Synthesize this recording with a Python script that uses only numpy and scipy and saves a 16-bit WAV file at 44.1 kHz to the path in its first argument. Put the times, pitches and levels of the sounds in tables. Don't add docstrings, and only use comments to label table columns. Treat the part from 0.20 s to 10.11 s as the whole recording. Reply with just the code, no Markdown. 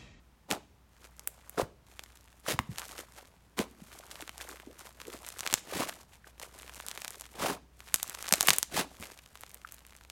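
import sys
import numpy as np
from scipy import signal
from scipy.fft import rfft, irfft, next_fast_len
from scipy.io import wavfile
from scipy.ndimage import map_coordinates

SR = 44100
rng = np.random.default_rng(int(sys.argv[2]) if len(sys.argv) > 2 else 0)


def wrap_up_sound(samples):
    columns = np.atleast_2d(samples).T
    tamed = np.clip(columns, -1, 1)
    steps = np.round(tamed * 32767).astype(np.int16)
    wavfile.write(sys.argv[1], SR, steps)


N = 437031

# f/Hz, level/dB
BUBBLE_COLOUR = [(100, 6), (2000, 1), (3600, 0), (5000, -3), (7000, 1), (9500, 1.5), (10400, -0.5),
                 (11500, 3.5), (16000, -3)]


def amp(db):
    return 10 ** (np.asarray(db) / 20)


def unit(x):
    return x / np.sqrt(np.mean(x ** 2) + 1e-20)


def along(points, hz):
    f, v = np.transpose(points)
    return np.interp(np.log(hz + 1), np.log(f + 1), v)


def coloured(x, spectrum):
    m = 2 ** 13
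    level_db = along(spectrum, np.fft.rfftfreq(m, 1 / SR))
    cepstrum = irfft(np.log(amp(level_db)), m)
    cepstrum[1:m // 2] *= 2
    cepstrum[m // 2 + 1:] = 0
    impulse_response = irfft(np.exp(rfft(cepstrum)), m)
    return signal.fftconvolve(x, impulse_response)[:N]


def add(track, s, sound):
    part = track[max(0, round(s * SR)):][:len(sound)]
    part += sound[:len(part)]


def wobble(rate):
    knots = rng.standard_normal(int(N * rate / SR) + 4)
    return map_coordinates(knots, [np.arange(N) * rate / SR])


def pocket(t, hz, cycles, drop):
    age = t * hz / cycles
    phase = cycles * ((1 - drop) * age + 2 * drop * np.log1p(age))
    envelope = 2 * age * np.exp(1 - 2 * age)
    return np.sin(2 * np.pi * phase) * envelope


def pockets(rate, centre_hz, octaves, spread_db, cycles):
    when, a, b, strength = rng.random((int(rate * N / SR), 4)).T[..., None]
    hz = centre_hz * 2 ** (octaves * (a + b - 1))
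    size = amp(spread_db * np.minimum(-np.log(strength), 3.5))
    k = np.arange(SR // 150)
    fade = 1 - (k / len(k)) ** 2
    grains = size * pocket(k / SR, hz, cycles, drop=0.24) * fade
    places = (when * N).astype(int) + k
    return unit(np.bincount(places.ravel(), grains.ravel(), N)[:N])


def ticks(rate, spread_db):
    when, strength, sign = rng.random((int(rate * N / SR), 3)).T
    size = amp(spread_db * np.minimum(-np.log(strength), 4))
    return np.bincount((when * N).astype(int), size * np.sign(sign - .5), N)


def background():
    # f/Hz, level/dB
    air_spectrum = [(20, -19), (64, -5), (200, -12.5), (450, -22.5), (900, -21.5), (4500, -34),
                    (16000, -40.5)]
    tone = np.sqrt(2) * np.sin(2 * np.pi * 60 * np.arange(N) / SR)
    hum = amp(-64.5 + 2 * wobble(5.5)) * tone
    return hum + amp(-64.5) * unit(coloured(rng.standard_normal(N), air_spectrum))


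def peels():
    # t/s at full pull, level/dB, rise/s over the last 20 dB, hold/s, tear brightness/dB
    pulls = [(0.316, -30, 0.022, 0.031, -2.5), (1.391, -29.5, 0.021, 0.027, -3),
             (2.295, -32, 0.038, 0.036, 7.5), (3.381, -35.5, 0.01, 0.046, 2.5),
             (5.616, -32.5, 0.14, 0.029, 5), (7.239, -32, 0.082, 0.098, 2), (8.584, -29, 0.062, 0.031, 5.5)]
    # f/Hz, level/dB
    squelch_spectrum = [(150, 2.5), (500, -5), (1100, -3), (2000, -9), (5000, -26), (15000, -49.5)]
    tear_spectrum = [(500, -20.5), (1500, 1), (3000, -0.5), (5000, -4), (11000, -7), (16000, -15)]
    settle_start_db, settle_s = -1.5, 0.046
    t = np.arange(N) / SR
    wet, bright = np.zeros(N), np.zeros(N)
    for s, db, rise, hold, bright_db in pulls:
        swell_db = -20 * np.clip((s - t) / rise, 0, 10) ** 1.5
        sag_db = -4 * np.clip((t - s) / hold, 0, 1)
        free_db = -20 * np.clip((t - s - hold) / 0.028, 0, 10)
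        settle_db = settle_start_db - 20 * np.clip((t - s - hold) / settle_s, 0, 10)
        pull_db = db + swell_db + sag_db
        wet += amp(pull_db + np.maximum(free_db, settle_db))
        bright += amp(pull_db + free_db + bright_db)
    swarm = pockets(rate=600, centre_hz=650, octaves=2.18, spread_db=2.0, cycles=2.64)
    squelch = unit(coloured(swarm, squelch_spectrum))
    tear = unit(coloured(ticks(rate=2400, spread_db=1.0), tear_spectrum))
    jerks = amp(2.8 * wobble(150))
    return jerks * (amp(-3.0) * wet * squelch + amp(-7.5) * bright * tear)


def snap(hz):
    crack_octaves, dive_cycles = 0.71, 0.595
    middle_cavity_hz, cavity_db, cavity_octaves = 1300, -4.5, 1.47
    t = np.arange(SR // 50) / SR
    f = np.fft.rfftfreq(len(t), 1 / SR) + 1
    crack = 1 / (1 + (np.log2(f / hz) / crack_octaves) ** 2)
    cavity_hz = middle_cavity_hz * np.exp(0.14 * rng.standard_normal())
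    size = (5000 / hz) ** .7
    cavity = amp(cavity_db) * size / (1 + (np.log2(f / cavity_hz) / cavity_octaves) ** 2)
    dispersion = np.exp(-2j * np.pi * dive_cycles * np.log(f))
    dive = irfft((crack + cavity) * dispersion, len(t))[:len(t) // 2]
    flutter_decay = amp(-22.5) * np.exp(-t / 0.001) + 0.012 * np.exp(-t / 0.0079)
    flutter = rng.standard_normal(len(t)) * flutter_decay
    sound = np.convolve(dive, (t == 0) + flutter)
    return sound / np.linalg.norm(sound)


def snaps():
    # t/s, energy level/dB ahead of the common colouring, centre f/Hz
    bursts = [(0.305, -14, 4930), (0.3125, -2.5, 3730), (0.3235, -9.5, 5400), (0.8434, -27.5, 4200),
              (0.9948, -20, 6250), (1.0745, -2.5, 15300), (1.2956, -16.5, 15000), (1.7935, -15.5, 3100),
              (1.8374, -22, 5950), (2.391, -3.5, 1650), (2.584, -10.5, 5300), (3.3907, -4.5, 2870),
              (3.9563, -20.5, 3840), (4.0237, -18.5, 2500), (4.0779, -20.5, 3500), (4.0935, -15.5, 2520),
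              (4.18, -19.5, 5560), (4.3997, -24, 1890), (4.802, -22, 2500), (4.816, -19, 2960),
              (5.065, -20, 7000), (5.0884, -15, 7040), (5.1923, -14.5, 5600), (5.2071, -9.5, 5260),
              (5.2642, -7, 2350), (5.275, -5.5, 4030), (5.311, -16.5, 4100), (5.328, -6, 4800),
              (5.3399, 5, 6000), (6.198, -20, 5780), (6.4953, -21, 1960), (6.601, -17, 1780),
              (6.665, -17, 8260), (6.685, -11.5, 6300), (6.7142, -13.5, 4800), (6.776, -14.5, 2400),
              (6.8187, -15.5, 5200), (6.847, -12, 4560), (6.8799, -12, 5270), (6.906, -18, 7640),
              (7.0103, -16.5, 7400), (7.6047, -22.5, 3570), (7.7425, 5.5, 8060), (7.7594, -10, 6500),
              (7.8299, -4, 7300), (7.8967, -13, 7870), (7.9491, -14, 5500), (8.026, -13, 6550),
              (8.0559, -20.5, 4200), (8.0902, -10.5, 6350), (8.1249, 7, 6960), (8.1379, 6.5, 4900),
              (8.2087, 4.5, 7000), (8.2286, -5.5, 6960), (8.2732, -0.5, 10630), (8.2855, 8.5, 3080),
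              (8.2915, 0, 7160), (8.2945, -2, 7000), (8.305, 8, 4640), (8.3334, -3, 6600),
              (8.3846, 2, 10640), (8.4292, -.5, 5770), (8.9014, -26.5, 1620), (8.9896, -27, 3420),
              (9.1551, -23.5, 1200), (9.2092, -24, 11100), (9.2353, -19, 1680), (9.3445, -19.5, 10800),
              (9.5224, -20, 11300), (9.5443, -24, 11830), (9.6666, -28.5, 9700), (9.7238, -31.5, 1600),
              (9.7653, -29, 7200), (9.9, -17.5, 4500)]
    out = np.zeros(N)
    for s, db, hz in bursts:
        add(out, s, amp(db) * snap(hz))
    return coloured(out, BUBBLE_COLOUR)


def room(x):
    # f/Hz, t60/s
    decay_times = [(150, 0.66), (1000, 0.31), (6000, 0.41), (15000, 0.16)]
    hz, t, z = signal.stft(rng.standard_normal((3, SR // 2)), SR, nperseg=256)
    decay = amp(-60 * t / along(decay_times, hz)[:, None])
    tails = signal.istft(z * decay, SR, nperseg=256)[1]
    first_delay = SR // 300
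    tails = np.pad(tails / np.linalg.norm(tails[0]), ((0, 0), (first_delay, 0)))
    turn = 2.3 * np.arange(N) / SR + np.arange(3)[:, None] / 3
    place = np.cos(np.pi * turn) * np.sqrt(2 / 3)
    return signal.fftconvolve(place * x, tails, axes=1)[:, :N].sum(axis=0)


def plops():
    # t/s, envelope peak level/dB, f/Hz
    openings = [(0.316, -33, 486), (1.379, -24, 1260), (1.38, -25.5, 440), (1.397, -16, 500),
                (1.416, -26.5, 454), (2.264, -28.5, 1240), (2.390, -14, 1130), (2.491, -31.5, 138),
                (3.392, -25, 400), (3.396, -22.5, 219), (3.412, -27, 447), (3.619, -41, 183),
                (4.024, -40.5, 307), (4.472, -39, 278), (5.524, -30, 487), (5.558, -31, 303),
                (5.621, -23, 1110), (7.248, -22.5, 553), (7.301, -22.5, 880), (8.123, -28.5, 188),
                (8.138, -24, 683), (8.286, -34, 169), (8.307, -37, 150), (8.575, -22, 650)]
    # t/s, envelope peak level/dB, f/Hz
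    narrow_openings = [(4.202, -37, 1650), (6.044, -42.5, 1620), (9.448, -31, 1350)]
    out, t = np.zeros(N), np.arange(SR // 12) / SR
    for s, db, hz in openings:
        add(out, s, amp(db) * pocket(t, hz, cycles=1.4, drop=.4))
    for s, db, hz in narrow_openings:
        add(out, s, amp(db) * pocket(t, hz, cycles=2.6, drop=.22))
    return out


def swell(s, db, half):
    distance = np.abs((np.arange(N) / SR - s) / half)
    return db - 14 * distance ** 0.66


def handwork():
    # start t/s, let-go t/s, final level/dB, rise from start to let-go/dB (negative: a fall),
    # cling/dB (favours crackle over squish)
    squeezes = [(0.72, 1.36, -67, 5.5, -1), (1.683, 2.2, -72.5, -4, 4), (3.634, 4.45, -85, -11, 15),
                (4.804, 5.365, -51.5, 10.5, 1), (5.432, 5.8, -60, 12, -0.5), (6.341, 6.89, -56.5, 4, 1.5),
                (6.926, 7.205, -67.5, -10, 5), (7.595, 8.339, -44, 18.5, 5.5), (8.92, 9.92, -72.5, -5, 7.5)]
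    # t/s, peak level/dB, half length/s
    strokes = [(0.853, -50, 0.014), (2.604, -45.5, 0.067), (2.709, -48.5, 0.043), (2.793, -45.5, 0.032),
               (2.989, -58.5, 0.14), (3.776, -55, 0.19), (3.922, -44.5, 0.013), (3.996, -49.5, 0.059),
               (4.216, -43, 0.014), (4.3, -53, 0.19), (4.608, -50.5, 0.048), (4.666, -50.5, 0.027),
               (4.815, -57, 0.066), (4.937, -45.5, 0.012), (5.692, -38.5, 0.015), (5.938, -56, 0.031),
               (6.078, -53.5, 0.018), (6.232, -47.5, 0.028), (8.837, -49, 0.078)]
    grip_db_per_s, let_go_db_per_s, stroke_cling_db = 445, 270.5, 0
    t = np.arange(N) / SR
    moves = []
    for start, end, db, build_db, cling_db in squeezes:
        pressure_db = db - build_db * np.clip((end - t) / (end - start), 0, 1)
        grip_db = grip_db_per_s * np.maximum(start - t, 0)
        let_go_db = let_go_db_per_s * np.maximum(t - end, 0)
        moves.append((pressure_db - grip_db - let_go_db, cling_db))
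    for s, db, half in strokes:
        moves.append((swell(s, db, half), stroke_cling_db))
    power, cling = np.zeros(N), np.zeros(N)
    for level_db, cling_db in moves:
        share = amp(np.maximum(level_db, -120)) ** 2
        power += share
        cling += share * cling_db
    return 10 * np.log10(power), cling / power


def pinpricks(level_db, rate, spread_db):
    lowest_hz, octaves = 1764, 2.34
    out = np.zeros(N)
    for when, strength, pitch in rng.random((int(rate * N / SR), 3)):
        db = level_db[int(when * N)] + spread_db * strength ** 2
        add(out, when * N / SR, amp(db) * snap(lowest_hz * 2 ** (octaves * pitch)))
    return coloured(out, BUBBLE_COLOUR)


def kneading():
    # f/Hz, level/dB
    squish_spectrum = [(100, 2.5), (250, 0), (1400, 0.5), (3000, -8), (6000, -20), (15000, -38.5)]
    crackle_spectrum = [(600, -12.5), (2000, -1), (3600, -4), (5000, -4.5), (7000, -3.5), (13000, -7),
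                        (16000, -18.5)]
    squish_db, threads_db, pops_db, blips_db = -1, -0.5, 20, -3.5
    effort_db, cling_db = handwork()
    slip_db = 2 * wobble(28) + 2.8 * wobble(170)
    swarm = pockets(rate=450, centre_hz=1100, octaves=2.4, spread_db=4, cycles=1.4)
    squish_gain = amp(effort_db + slip_db - 1.1 * cling_db + squish_db)
    squish = squish_gain * unit(coloured(swarm, squish_spectrum))
    threads_gain = amp(effort_db + slip_db + 0.055 * cling_db + threads_db)
    threads = threads_gain * unit(coloured(ticks(rate=2000, spread_db=0.7), crackle_spectrum))
    pops = pinpricks(effort_db + cling_db + pops_db, rate=100, spread_db=14)
    stray = pockets(rate=60, centre_hz=1250, octaves=1.6, spread_db=3, cycles=1.3)
    blips = amp(effort_db + blips_db) * stray
    return squish + blips + threads + pops


def bumps():
    # t/s, nominal peak level/dB
    landings = [(1.424, -31.5), (2.333, -29), (2.391, -26.5), (2.511, -37.5), (3.396, -35), (8.799, -37.5)]
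    # f/Hz, level/dB
    boards_response = [(25, -15), (60, -7), (150, -6), (260, -11.5), (600, -34), (3000, -43)]
    out, t = np.zeros(N), np.arange(SR // 6) / SR
    for s, db in landings:
        add(out, s, amp(db + 22.5) * np.exp(-t / 0.015) * rng.standard_normal(len(t)))
    return coloured(out, boards_response)


def drags():
    # t/s, peak level/dB, half length/s
    turns = [(4.502, -51.5, 0.034), (4.886, -37.5, 0.013), (4.948, -45.5, 0.02)]
    gurgle = pockets(rate=500, centre_hz=323, octaves=0.94, spread_db=2, cycles=2.2)
    return sum(amp(swell(*row)) for row in turns) * gurgle


def scene():
    slime = snaps() + plops() + bumps() + drags() + peels() + kneading()
    answer = amp(-20) * room(slime)
    return (slime + answer + background())[None]


def record(dry):
    top_hz = 16300
    m = next_fast_len(N + SR // 4)
    passband = np.fft.rfftfreq(m, 1 / SR) < top_hz
    return irfft(rfft(np.clip(dry, -1, 1), m) * passband, m)[:, :N]


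dry = scene()
out = record(dry)
wrap_up_sound(out)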